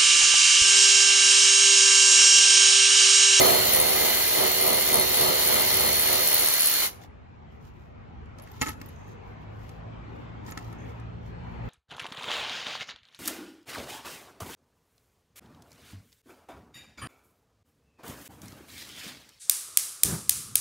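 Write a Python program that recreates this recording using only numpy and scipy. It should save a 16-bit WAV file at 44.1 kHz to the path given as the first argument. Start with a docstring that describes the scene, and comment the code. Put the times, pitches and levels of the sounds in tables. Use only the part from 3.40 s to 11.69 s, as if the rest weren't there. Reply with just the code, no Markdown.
"""At an open garage, two microphone ports a few centimetres apart. First a cordless ratchet spins a bolt out of
a truck's sheet-metal rear: gears whine and hiss, the pawl clicks, the panel hums and knocks at each bind.
At about 3.5 s it stops; then tool, socket and bolt are set down and picked up (ringing modes and noise bursts),
and cloth rustles in soft grains of noise. Traffic hums outside throughout, as coloured noise; from about 5 s
an engine, made of harmonics of its firing rate, draws near."""
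import sys
import numpy as np
from scipy import signal
from scipy.fft import rfft, irfft, next_fast_len
from scipy.io import wavfile
from scipy.ndimage import uniform_filter1d, map_coordinates

SR = 44100
rng = np.random.default_rng(int(sys.argv[2]) if len(sys.argv) > 2 else 0)


def undo_db(level):
    """Turn decibels back into plain size, where 20 dB means ten times bigger."""
    steps = np.asarray(level, float) / 20
    return 10 ** steps


def int16_out(signal):
    """Quantize to a 16-bit WAV file."""
    q = np.round(np.clip(np.atleast_2d(signal).T, -1, 1) * 32767)
    wavfile.write(sys.argv[1], SR, q.astype(np.int16))


N = 365588
TIME_S = np.arange(N) / SR


def unit(x):
    """Bring to rms 1."""
    return x / np.sqrt(np.mean(x ** 2) + 1e-20)


def along(points, hz):
    """Columns of (Hz, value, ..) points on a log axis."""
    f, *cols = np.transpose(points)
    return [np.interp(np.log(hz + 1), np.log(f + 1), c) for c in cols]


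def curves(rows):
    """One value per sample for each column after the time."""
    s, *cols = np.transpose(rows)
    return [np.interp(TIME_S, s, c) for c in cols]


def wobble(rate):
    """A smooth random curve, rate knots a second."""
    knots = rng.standard_normal(int(N * rate / SR) + 4)
    return map_coordinates(knots, [np.arange(N) * rate / SR])


def filtered(x, response):
    """x times a complex response of frequency."""
    m = next_fast_len(N + 8192)
    return irfft(rfft(x, m) * response(np.fft.rfftfreq(m, 1 / SR)), m)[..., :N]


def resonant(modes):
    """Causal response of (Hz, width, dB) resonances, alternating in sign."""
    def response(f):
        return sum((-1) ** k * undo_db(db) * 1j * f * w / (c * c - f * f + 1j * f * w)
                   for k, (c, w, db) in enumerate(modes))
    return response


def grit(gate, modes):
    """Gated noise through resonances, as rough contact excites a body; rms 1."""
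    return unit(filtered(unit(gate) * rng.standard_normal((2, N)), resonant(modes)))


def noise(spectrum):
    """Two unrelated coloured noises of rms 1."""
    return unit(filtered(rng.standard_normal((2, N)), lambda hz: undo_db(along(spectrum, hz)[0])))


def patchy(pair, patchy_db):
    """Random patches of gain over time and frequency."""
    z = signal.stft(pair, nperseg=1024)[2]
    field = uniform_filter1d(rng.standard_normal(z.shape[1:]), size=4, axis=0)
    field = uniform_filter1d(field, size=8, axis=1)
    return unit(signal.istft(z * undo_db(patchy_db * unit(field)), nperseg=1024)[1][:, :N])


def rings(events, modes):
    """Every (s, dB) event rings the (Hz, dB, t60) modes as decaying sines."""
    out, t = np.zeros(N + SR), np.arange(SR // 6) / SR
    for s, db in events:
        ring = sum(undo_db(db + level + SCATTER_DB * rng.normal() - 60 * t / t60) * np.sin(2 * np.pi * hz * t)
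                   for hz, level, t60 in modes)
        out[round(s * SR):][:len(t)] += ring * (1 - np.exp(-t / 0.0013))
    return out[:N]


def ports(pair, table):
    """Two unrelated versions of a sound become left and right with the given likeness, lead and balance."""
    def mix(hz):
        alike, lead, db = along(table, hz)
        alike = np.clip(alike, 0, 1)
        left = undo_db(db / 2) * np.exp(-1j * lead)
        return np.array([left, undo_db(-db / 2) * alike, undo_db(-db / 2) * np.sqrt(1 - alike ** 2)])
    left, shared, own = filtered(pair[[0, 0, 1]], mix)
    return np.array([left, shared + own])


# how long the garage rings: pitch_hz [Hz], t60_s [s]
GARAGE = [(200, 0.94), (2000, 0.28), (10000, 0.33), (15000, 0.2)]


def garage(x):
    """Each frequency of the garage's answer dies at its own speed."""
    hz, t, z = signal.stft(rng.standard_normal((2, SR // 2)), SR, nperseg=256)
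    t60 = along(GARAGE, hz)[0][:, None]
    tail = signal.istft(z * undo_db(-60 * t / t60), SR, nperseg=256)[1]
    late = np.pad(x, (300, 0))[None]  # delay in samples
    return signal.fftconvolve(late, tail / np.linalg.norm(tail[0]), axes=1)[:, :N]


# rumble outside the open garage: time_s [s], level_db [dB]
STREET = [(0, -41.5), (.3, -42.5), (1.36, -49.5), (1.7, -43.5), (2.15, -42.5), (2.8, -42.5), (3.05, -50.5),
          (3.85, -48.5), (4.6, -46.5), (6.1, -45.5), (6.45, -44.5), (6.8, -43.5), (7.73, -45),
          (8.29, -38.5)]
# tyre hiss outside: time_s [s], level_db [relative dB]
TYRES = [(3.6, -53.5), (3.69, -56.5), (3.9, -57.5), (5.4, -51), (5.54, -52), (7.1, -50), (7.24, -49),
         (7.75, -50), (8.29, -45.5)]
# colours of rumble and tyre hiss: pitch_hz [Hz], level_db [relative dB per Hz]
RUMBLE = [(15, -51.5), (25, -18), (70, -1.5), (173, -11), (200, -15.5), (234, -13), (300, -28.5),
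          (390, -56), (660, -120)]
ROAD = [(120, -24.5), (200, -6), (463, -6), (663, -9), (787, -6.5), (1760, -17.5), (2440, -20.5),
        (4680, -36.5), (7690, -47.5), (8970, -63), (12000, -58.5), (15600, -73), (22000, -120)]
# the ports as the street reaches them: pitch_hz [Hz], likeness [0-1], right_lead_rad [rad],
# left_minus_right_db [dB]
STREET_PORTS = [(59.9, 1, -0.9, -1.5), (192, 0.1, 0.5, 2.5), (574, 0.63, -3, 2.5), (1340, 0.06, -2.5, 0),
                (2500, 0.4, -5.5, 2.5), (4800, 0.02, -5, 0.5), (9200, 0.7, -6.5, 0), (13000, .9, -2.5, 0.5)]


def traffic():
    """Rumble and tyre hiss from outside: coloured noise that swells slowly."""
    rumble = undo_db(curves(STREET)[0] + 1.7 * wobble(4.4)) * noise(RUMBLE)
    tyres_db = curves(TYRES)[0] + 3 + 1.1 * wobble(3.2)
    tyres = undo_db(tyres_db) * patchy(noise(ROAD), patchy_db=2.2)
    return ports(rumble + tyres, STREET_PORTS)


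# the engine that draws near: time_s [s], firing_hz [Hz], level_db [relative dB]
ENGINE = [(5.5, 98.47, -55), (5.58, 101.4, -57), (5.72, 103.4, -51), (5.81, 98.45, -56),
          (5.96, 103.4, -52.5), (6.57, 109.8, -50), (6.68, 110.5, -52.5), (7.16, 111.5, -50.5),
          (8.29, 116.6, -44)]
# its exhaust note: multiple [of the firing rate], level_db [relative dB]
EXHAUST = [(.5, -1.5), (1, 1), (1.5, -6.5), (2, -17)]
ENGINE_WAVER_DB = 2.2


def engine():
    """Firing makes harmonics that waver; a faint resonant whirr joins them, heard only close by."""
    hz, db = curves(ENGINE)
    turn = 2 * np.pi * np.cumsum(hz) / SR
    rise = np.clip(TIME_S - ENGINE[0][0] + 1, 0, 1)
    exhaust = sum(undo_db(db + level + 4.5 + ENGINE_WAVER_DB * wobble(12)) * np.sin(k * turn + 0.23 * wobble(6.7))
                  for k, level in EXHAUST)
    belt = undo_db(-73.5 + 200 * np.clip(TIME_S - 7.9, -.3, 0)) * grit(1, [(4250, 70, 0)])
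    return rise * exhaust + ports(rise * belt, STREET_PORTS)


# cloth and shoes, each rub swelling and fading: middle_s [s], half_length_s [s], level_db [dB]
RUSTLE = [(3.634, 0.025, -57.5), (4.135, .03, -76), (4.257, 0.049, -68), (4.415, 0.081, -77),
          (5.05, 0.062, -67), (5.173, 0.067, -61.5), (5.235, 0.021, -41), (5.304, 0.03, -49.5),
          (5.473, 0.063, -63), (5.6, .07, -73.5), (5.71, 0.036, -67), (5.886, 0.048, -74),
          (6.02, 0.032, -76), (6.263, 0.11, -67), (6.778, .07, -74.5), (7.087, 0.028, -55),
          (7.233, 0.11, -61.5), (7.49, 0.045, -66), (7.587, .04, -75), (7.869, 0.035, -70), (8.12, .1, -79),
          (8.27, .03, -71)]
# colour of the rubbing: pitch_hz [Hz], level_db [relative dB per Hz]
CLOTH = [(800, -33), (3000, 2.5), (6500, -1), (9000, -4), (11000, -8), (15500, -8.5), (16500, -26)]
STIR_DB = -90  # faint stirring between the rubs


def rustle():
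    """Cloth rubs in clumps of tiny grains, reaching the ports as the tool does."""
    rubs = undo_db(STIR_DB) + sum(undo_db(db) * np.exp(-((TIME_S - s) / half) ** 2) for s, half, db in RUSTLE)
    grains = unit(undo_db(2.3 * wobble(200)) * noise(CLOTH))
    return ports(rubs * grains, TOOL_PORTS)


# hands at work: start_s [s], level_db [dB], housing_knock_db [relative dB], brightest_ring_hz [Hz],
# ring_db [relative dB]
HITS = [(3.6002, -58, -20, 14300, 11), (3.6155, -52, -4, 11300, -5), (3.636, -47, -1, 14300, -1),
        (3.645, -55, -5, 14300, 4), (4.2498, -50, -8, 5950, -9), (4.857, -59, -15, 5800, 0),
        (4.985, -42, -9, 11300, -14), (4.997, -43, -7, 7260, -3), (5.021, -51, -8, 11300, 14),
        (5.029, -53.5, -6.5, 11300, 12), (5.036, -56, -6, 11300, 12), (5.073, -48, -1, 6250, -1),
        (5.1148, -45, -8, 14300, 9), (5.159, -51, -1, 6370, -4), (5.205, -44, -12, 6900, 6),
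        (5.21, -36, -12, 6900, 2), (5.2136, -18.5, -9.5, 6400, 10), (5.2184, -15.5, -5.5, 6330, 0),
        (5.2251, -24, 1, 11300, 4), (5.2595, -27.5, -6.5, 11300, -4), (5.2338, -32.5, 3, 6900, 3),
        (5.264, -30.5, 1, 6900, -8), (5.2696, -28.5, -2, 6900, 9), (5.275, -32.5, -0.5, 11300, 6),
        (5.303, -36.5, -0.5, 6900, 0), (5.2831, -21, -14, 6330, -5), (5.2883, -29, -3.5, 6900, 7),
        (5.2922, -35, 4, 11300, 12), (5.3311, -41, -7, 5260, -27), (5.401, -46, -7, 5090, -6),
        (5.414, -35, -5, 13950, -3), (5.46, -52, -23, 14400, 18), (5.4884, -53, -17.5, 11300, 13),
        (5.68, -52, 3, 14300, 6), (6.292, -41.5, -14, 11360, -7), (7.0633, -41, -12, 6120, 6),
        (7.0806, -44, 3.5, 6450, -8), (7.0894, -44, 1, 6070, 0), (7.1012, -38, -8, 5130, -11),
        (7.12, -34, -3, 6900, 5), (7.11, -45.5, -10, 11300, 12), (7.174, -29, -5, 6490, 1),
        (7.187, -38, -8, 6155, -12), (7.326, -44, -2.5, 11360, -2), (7.4513, -54, -5, 14300, -8),
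        (7.4936, -50, -5, 6920, -3), (7.598, -46, -17.5, 5290, -10)]
# the tool's housing and the floor under it: pitch_hz [Hz], level_db [relative dB], t60_s [s]
BODY = [(81, 2.5, 0.061), (273, 5.5, 0.045), (480, -3, 0.013), (865, 1, 0.051), (1292, 3, 0.068),
        (1762, 0, 0.052), (1913, 0, 0.052), (2154, 2, 0.033), (2660, -3, 0.036)]
# the socket's modes: pitch_hz [Hz], level_db [relative dB], t60_s [s]
STEEL = [(5800, -15, .02), (6900, -9, .03), (9100, -12, .02), (11300, -8, .03), (14300, -11, .03)]
SCATTER_DB, SHAKE_DB = 2.5, 2  # mode levels from contact to contact, lumps in a ring
# treble in the rattle for a 6 kHz ring (relative dB); brighter rings rattle brighter
TREBLE_DB, TREBLE_DB_PER_OCTAVE = -45, 1
CRACK_TREBLE_DB = -14  # relative; the first crack is bright
RATTLE_S = .03  # t60 of the loose parts' rattle


def contacts():
    """Each contact cracks, rings the socket's modes near its brightest pitch and knocks the housing."""
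    out, t = np.zeros((2, N + SR)), np.arange(SR // 6) / SR
    luck = rng.standard_normal((len(HITS), 2, 2, len(BODY) + len(STEEL)))  # hit, size or phase, port, mode
    hz, level, t60 = np.transpose(BODY + STEEL)[..., None]
    is_body = np.arange(len(hz))[:, None] < len(BODY)
    lowpass = signal.butter(2, 7000, fs=SR, output="sos")
    for (s, db, knock_db, bright_hz, ring_db), (size, phase) in zip(HITS, luck):
        near_db = -32 * np.abs(np.log2(hz / bright_hz))
        struck_db = level + np.where(is_body, knock_db - 8.0, near_db + ring_db)
        # loose parts blur each ring, which comes in lumps
        chatter = 1e-5 * hz * np.cumsum(rng.standard_normal((len(hz), len(t))), axis=1)
        shake_db = SHAKE_DB * np.interp(t, np.linspace(0, t[-1], num=50), rng.standard_normal(50))
        ring_db_now = struck_db + SCATTER_DB * size[..., None] + shake_db - 60 * t / t60
        ring = undo_db(ring_db_now) * np.sin(2 * np.pi * hz * t + 1.57 * phase[..., None] + chatter)
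        white = rng.standard_normal((2, len(t) + 1))
        dull, treble = signal.sosfilt(lowpass, white[:, 1:]), np.diff(white)
        crack = undo_db(-11.0 - 60 * t / 0.0057) * (dull + undo_db(CRACK_TREBLE_DB) * treble)
        treble_db = TREBLE_DB + TREBLE_DB_PER_OCTAVE * np.log2(bright_hz / 6000)
        rattle = undo_db(-1.0 + shake_db - 60 * t / RATTLE_S) * (dull + undo_db(treble_db) * treble)
        hit = ring.sum(1) * (1 - np.exp(-t / 0.00051)) + (crack + rattle) * (1 - np.exp(-t / 0.00074))
        out[:, round(s * SR):][:, :len(t)] += undo_db(db) * hit
    return out[:, :N]


# steel dragged over concrete: start_s [s], length_s [s], level_db [dB]
SLIDES = [(5.46, 0.35, -74), (7.373, .08, -69.5)]


def slides():
    """Uneven friction noise rings the dragged steel near 6.5 kHz."""
    rough = undo_db(2.9 * wobble(160)) * rng.standard_normal((2, N))
    scrape = unit(filtered(rough, resonant([(6450, 320, 0)])))
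    out = np.zeros((2, N))
    for s, length, db in SLIDES:
        through = np.clip((TIME_S - s) / length, 0, 1)
        out += scrape * undo_db(db + 1.9 * wobble(19)) * np.sin(np.pi * through) ** 0.31
    return out


# the tool's weight lands on the floor: start_s [s], level_db [relative dB]
THUDS = [(5.2165, -29), (5.283, -36), (7.172, -31.5)]
# the floor's modes: pitch_hz [Hz], level_db [relative dB], t60_s [s]
FLOOR = [(71, -4, 0.12), (258, -4.5, 0.026), (850, -13, 0.054), (1290, -3, 0.053), (2100, -6, 0.019)]
# the trigger springs back: start_s [s], level_db [relative dB]
TRIGGER = [(3.611, -60), (3.6185, -46), (3.645, -50)]
# the switch's modes: pitch_hz [Hz], level_db [relative dB], t60_s [s]
SWITCH = [(760, 10, 0.02), (2300, -14, .02), (3520, -5, 0.035)]
# the ports as the hands' work reaches them: pitch_hz [Hz], likeness [0-1], right_lead_rad [rad],
# left_minus_right_db [dB]
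HAND_PORTS = [(94, 1, 0, -1.5), (261, 0.3, 1, -2.5), (534, 0.3, 2, -9), (1107, 0.44, 1, 1),
              (2000, 0.8, 1, -.5), (4580, 0.4, 3, -2), (6370, 0, 5, 2), (8740, 1, 1, 0), (10200, 1, 2.5, 2),
              (12140, 0.6, -0.1, -2), (16090, .95, .5, 2)]
HAND_ROOM_DB = -18  # the garage's answer to the hands' work


def handling():
    """Contacts and slides spread over the ports; thuds and trigger reach both alike; the garage answers."""
    loose = contacts() + slides()
    solid = rings(THUDS, FLOOR) + rings(TRIGGER, SWITCH)
    return ports(loose + undo_db(HAND_ROOM_DB) * garage(loose[0] + solid), HAND_PORTS) + solid


# the thread binds once a turn: middle_s [s], panel_swell_db [dB], pawl_swell_db [dB]
BINDS = [(.14, 5.5, 4), (.41, 4.5, 9.5), (.67, 6, 1), (1.021, 11.5, 9), (1.3, 12, 2), (1.58, 10.5, 6.5),
         (1.87, 8, 7.5), (2.16, 10, 6), (2.45, 11, 6), (2.74, 7.5, 4.5), (3.019, 8.5, 4.5), (3.279, 0.5, 6)]
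SWELL_S, PAWL_EARLY_S, SAG_S, SAG_LATE_S = 0.087, 0.04, .055, 0.017  # half lengths and shifts about a bind


def binds(late_s, half_s):
    """A smooth bump at each bind, one row a bind."""
    middle_s = np.transpose(BINDS)[0][:, None]
    return np.exp(-((TIME_S - middle_s - late_s) / half_s) ** 2)


# the motor's speed: time_s [s], free_mesh_hz [Hz, between binds], sag_hz [Hz, at a bind]
SPEED = [(0, 4273, 3), (.14, 4282, 8), (.25, 4288, 8), (.55, 4295, 10), (.85, 4291, 11), (1.5, 4295, 14),
         (1.7, 4290, 17), (2.0, 4283, 9), (2.6, 4289, 10), (3.0, 4290, 6), (3.6, 4288, 4)]


def mesh_pitch():
    """Gear mesh frequency in Hz: it sags under load at each bind and wavers a little."""
    free_hz, sag_hz = curves(SPEED)
    return free_hz - sag_hz * binds(SAG_LATE_S, SAG_S).sum(0) + 1.1 * wobble(12)


STOP_S, STOP_DB_PER_S, STOP_TAKES_S = 3.4446, 599.5, 0.09  # trigger released; mean fall over the stop


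def running():
    """Gain of the tool: its level falls ever faster once the trigger is released."""
    since_s = np.clip(TIME_S - STOP_S, 0, None)
    return undo_db(-STOP_DB_PER_S * since_s ** 2 / STOP_TAKES_S) * (TIME_S < STOP_S + STOP_TAKES_S)


TEETH = 57  # gear mesh cycles per pawl stroke
CONTACT_SLOP = .05  # contacts come early or late (strokes)


def bursts(stroke, mesh_hz, place, decay_ms, scatter_db):
    """A decaying gate once a stroke, each of a new size."""
    since = stroke - place + 1 + CONTACT_SLOP * wobble(25)
    size = undo_db(scatter_db * rng.standard_normal(int(since[-1]) + 3))[since.astype(int)]
    since_ms = (since % 1) * TEETH / mesh_hz * 1000
    return size * np.exp(-since_ms / decay_ms)


# contacts in each stroke: place [0-1 of the stroke], ring_hz [Hz], width_hz [Hz], decay_ms [ms],
# level_db [relative dB]
CONTACTS = [(0.2, 9900, 420, 2.8, -7), (.95, 14000, 2400, .9, -3), (0, 11000, 330, 0.9, -8.5),
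            (0.5, 14000, 2000, .8, -5), (0.2, 13500, 2500, .8, -8), (.5, 2300, 1600, 3.4, -9.5),
            (0.1, 8000, 9500, 0.74, -7.5)]
CONTACT_SCATTER_DB = 4  # size from stroke to stroke
# colour of the gear hiss: pitch_hz [Hz], level_db [relative dB per Hz]
GEARS = [(100, -26.5), (300, -9), (1000, -8.5), (1500, -7), (2600, -5.5), (5000, -2.5), (7500, -6.5),
         (10000, 1), (12500, -7), (14000, -2), (15500, -17), (16500, -36)]
# the housing's resonances: pitch_hz [Hz], width_hz [Hz], level_db [relative dB]
HOUSING = [(2047, 170, 4), (2980, 320, 1.5), (3680, 550, -1.5), (3900, 40, -3)]
# loose play in head and socket: pitch_hz [Hz], width_hz [Hz], level_db [relative dB]
PLAY = [(900, 660, -1.5), (2100, 900, -5), (3120, 700, 0), (4270, 900, 1.5), (5800, 1700, -1.5)]
PLAY_PER_S, PLAY_SPREAD_DB, PLAY_MS, PLAY_DB = 600, 3.5, 0.91, -2.5  # at uneven moments


def gears(stroke, mesh_hz, panel_over_hiss_db):
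    """Meshing teeth hiss, the housing resonates, each contact bursts in its resonance, loose play rattles."""
    out = undo_db(8.0) * patchy(noise(GEARS), patchy_db=2.0)
    out += undo_db(0.22 * panel_over_hiss_db) * grit(1, HOUSING)
    for place, hz, width, decay_ms, db in CONTACTS:
        gate = bursts(stroke, mesh_hz, place, decay_ms, CONTACT_SCATTER_DB)
        out += undo_db(db) * grit(gate, [(hz, width, 0)])
    ticks = (rng.random(N) < PLAY_PER_S / SR) * undo_db(PLAY_SPREAD_DB * rng.standard_normal(N))
    play_gate = signal.lfilter([1], [1, -np.exp(-1000 / SR / PLAY_MS)], ticks)
    return out + undo_db(PLAY_DB) * grit(play_gate, PLAY)


def pawl(stroke, mesh_hz, pawl_db):
    """The pawl clicks once a stroke; the planet carrier's turn, every five strokes, makes some harder."""
    carrier_db = 3 * np.sin(2 * np.pi * 0.2 * stroke + 0.18)
    clicks = bursts(stroke, mesh_hz, 0.098, 3.7, 1.0)
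    return undo_db(pawl_db + carrier_db - 3.0) * grit(clicks, [(8430, 2200, -10.0), (10180, 1100, 2.0)])


# the sheet-metal panel's resonances: pitch_hz [Hz], width_hz [Hz], level_db [relative dB]
PANEL = [(214.2, 250, -7.5), (392, 43, 1), (456.4, 15, 3.5), (527, 59, -3), (610, 35, 0), (667, 83, 0),
         (888, 110, -2.5), (1256, 160, -6)]
SHIVER_DB = -3.5  # the panel's noisy shiver over the panel level


def panel(stroke, mesh_hz, panel_db):
    """The panel shivers as noise in its resonances, harder once a stroke."""
    gate = 1 + 0.29 * bursts(stroke, mesh_hz, 0.93, 5.0, 5.8)
    return undo_db(panel_db + SHIVER_DB) * grit(gate, PANEL)


# the panel's steady hum: multiple [of the pawl stroke rate], left_db [relative dB], right_db [relative dB],
# right_lead_rad [rad]
HUM = [(2, -23, -13, -.6), (3, -12, -20, -1.2), (4, -12, -12, 2.5), (5, -7, 0, 1), (6, -10, -2, 2.2),
       (7, -5.5, 2, 3.1), (8, -16, 1, -2), (9, -13, -2.5, -2), (10, -8, -10, -1), (13, -12, -13, 0),
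       (16, -16, -11, -2.4), (17, -12, -18, -.6)]
HUM_DB, HUM_SWELLS = -3.5, .7  # over the panel level; share of the panel's swell that the hum follows
HUM_WAVER_DB, HUM_DRIFT = 2.5, .5  # each partial wavers, its phase wanders (rad)


def hum(stroke, panel_db, swell_db):
    """The yoke's blows through socket and bolt keep the panel humming on the stroke's multiples."""
    out = np.zeros((2, N))
    for k, left_db, right_db, ahead in HUM:
        level_db = np.array([[left_db], [right_db]]) + HUM_WAVER_DB * wobble(9)
        phase = 2 * np.pi * k * stroke + HUM_DRIFT * wobble(13) + np.array([[0], [ahead]])
        out += undo_db(level_db) * np.sin(phase)
    return out * undo_db(panel_db - (1 - HUM_SWELLS) * swell_db + HUM_DB)


# standing waves favour one port or the other as the whine's pitch shifts: mesh_hz [Hz]
WHINE_HZ = [4270, 4278, 4284, 4294]
# the whine at those pitches: left_db [dB], right_db [dB], right_lead_rad [rad]
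WHINE = [(-28.5, -30.5, 4.6), (-30.5, -28, 4.9), (-39.5, -26.5, 3), (-41.5, -27, 3.2)]
WHINE_FADE_S, WHINE_FADE_DB_PER_S = 3.4, 149  # the whine gives out first
LOADED_DB, LOADED_S, FLUTTER_DB = 4.5, .2, 1  # louder while the bolt breaks loose; flutters
LEAD_WAVER = .2  # rad


def whine(mesh, mesh_hz):
    """The gear mesh sounds as one sine, its level and lead at each port set by its pitch."""
    left_db, right_db, lead = [np.interp(mesh_hz, WHINE_HZ, c) for c in np.transpose(WHINE)]
    loaded_db = LOADED_DB * np.exp(-(TIME_S / LOADED_S) ** 4)
    fade_db = WHINE_FADE_DB_PER_S * np.clip(TIME_S - WHINE_FADE_S, 0, None)
    flutter_db = FLUTTER_DB * np.array([wobble(25), wobble(25)])
    level_db = np.array([left_db, right_db]) + loaded_db - fade_db + flutter_db
    return undo_db(level_db) * np.sin(2 * np.pi * mesh + [0 * lead, lead + LEAD_WAVER * wobble(11)])


# the bolt breaks loose, runs out and lets go of the panel: time_s [s], gear_hiss_db [relative dB],
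# panel_db [relative dB], pawl_db [relative dB]
TOOL = [(0, -26, -19, -30.5), (.14, -28.5, -30, -27.5), (.21, -29.5, -33, -32), (.5, -29.5, -33, -29.5),
        (.72, -29.5, -36, -29.5), (.9, -30, -38.5, -35.5), (1.15, -31, -37, -28.5),
        (1.3, -30.5, -37.5, -24.5), (1.5, -31, -37, -30), (1.9, -30.5, -34, -30.5), (2.2, -30, -36.5, -29),
        (2.45, -30.5, -38.5, -29.5), (2.8, -30.5, -38.5, -28.5), (3.05, -30.5, -45, -25.5),
        (3.25, -30, -55, -27.5), (3.45, -30, -49.5, -30.5)]
# dips in the tool's roar: pitch_hz [Hz], width_hz [Hz], depth [0-1]
NOTCHES = [(2640, 78, 0.5), (3440, 58, 0.7), (4790, 38, .6), (5080, 360, .4), (5950, 130, 0.4)]
# the ports as the tool reaches them: pitch_hz [Hz], likeness [0-1], right_lead_rad [rad],
# left_minus_right_db [dB]
TOOL_PORTS = [(94.1, 1, -3.5, -17), (248, 0.6, 0.5, 3), (534, 0.4, 3.5, -12), (1080, 0, 1, 0.5),
              (2050, 1, 1, -0.5), (2870, 0.3, 2, -1), (4580, 0, 2, 0), (6370, 0, 5, 1.5),
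              (8102, 1, 3.5, 1.5), (9500, 1, 3.0, -6), (10180, 0.86, 2.5, 1.5), (12000, 0.8, 1.15, 0),
              (13770, 0.98, -0.1, -6), (16090, .95, 1, 4)]


def ratchet():
    """The gear mesh sets the pawl's stroke, which times contacts, clicks and hum; binds swell pawl and panel."""
    mesh_hz = mesh_pitch()
    mesh = np.cumsum(mesh_hz) / SR
    stroke = mesh / TEETH
    _, panel_swell, pawl_swell = np.transpose(BINDS)[..., None]
    swell_db = (panel_swell * binds(0, SWELL_S)).sum(0)
    pawl_swell_db = (pawl_swell * binds(-PAWL_EARLY_S, SWELL_S)).sum(0)
    hiss_db, panel_db, pawl_db = curves(TOOL)
    hiss_db = hiss_db + .5 * wobble(10)
    panel_db = panel_db + swell_db + 0.34 * wobble(12)
    pawl_db = pawl_db + pawl_swell_db + 2.2 * wobble(12)
    roar = undo_db(hiss_db - 2.5) * gears(stroke, mesh_hz, panel_db - hiss_db)
    roar += pawl(stroke, mesh_hz, pawl_db) + panel(stroke, mesh_hz, panel_db)
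    gain = running()
    roar *= gain

    def dips(f):
        return np.prod([1 - np.clip(depth, 0, .9) / (1 + ((f - hz) / width * 2) ** 2)
                        for hz, width, depth in NOTCHES], axis=0)

    heard = filtered(ports(roar + undo_db(-15.0) * garage(roar[0]), TOOL_PORTS), dips)
    return heard + gain * (whine(mesh, mesh_hz) + hum(stroke, panel_db, swell_db))


def scene():
    """Everything at the two ports."""
    return traffic() + engine() + rustle() + handling() + ratchet()


def top_cut(x):
    """Nothing passes above the cut-off."""
    return signal.sosfilt(signal.butter(12, 16230, fs=SR, output="sos"), x)


# edges of the treble bands in which mid and side are weighed: pitch_hz [Hz]
JOINT_HZ = [7500, 8270, 9650, 11000, 12400, 13100, 14500, 15800]


def record(dry):
    """Moment by moment, a treble band of mid or side much weaker than its partner, or very faint, is dropped."""
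    hz, _, z = signal.stft([dry[0] + dry[1], dry[0] - dry[1]], SR, nperseg=2048)
    for lo_hz, hi_hz in zip(JOINT_HZ, JOINT_HZ[1:]):
        band = (hz >= lo_hz) & (hz < hi_hz)
        size = np.sqrt(np.mean(np.abs(z[:, band]) ** 2, 1))
        keep = (size > undo_db(-9) * size[::-1]) & (size > undo_db(-112))
        z[:, band] *= keep[:, None]
    # nothing is kept above the last edge, and the microphone loses the deepest bass
    response = (hz < JOINT_HZ[-1]) / (1 + (40 / (hz + 1)) ** 4)
    mid, side = signal.istft(z * response[:, None], SR, nperseg=2048)[1][:, :N] / 2
    return top_cut(np.array([mid + side, mid - side]))


dry = scene()
out = record(dry)
int16_out(out)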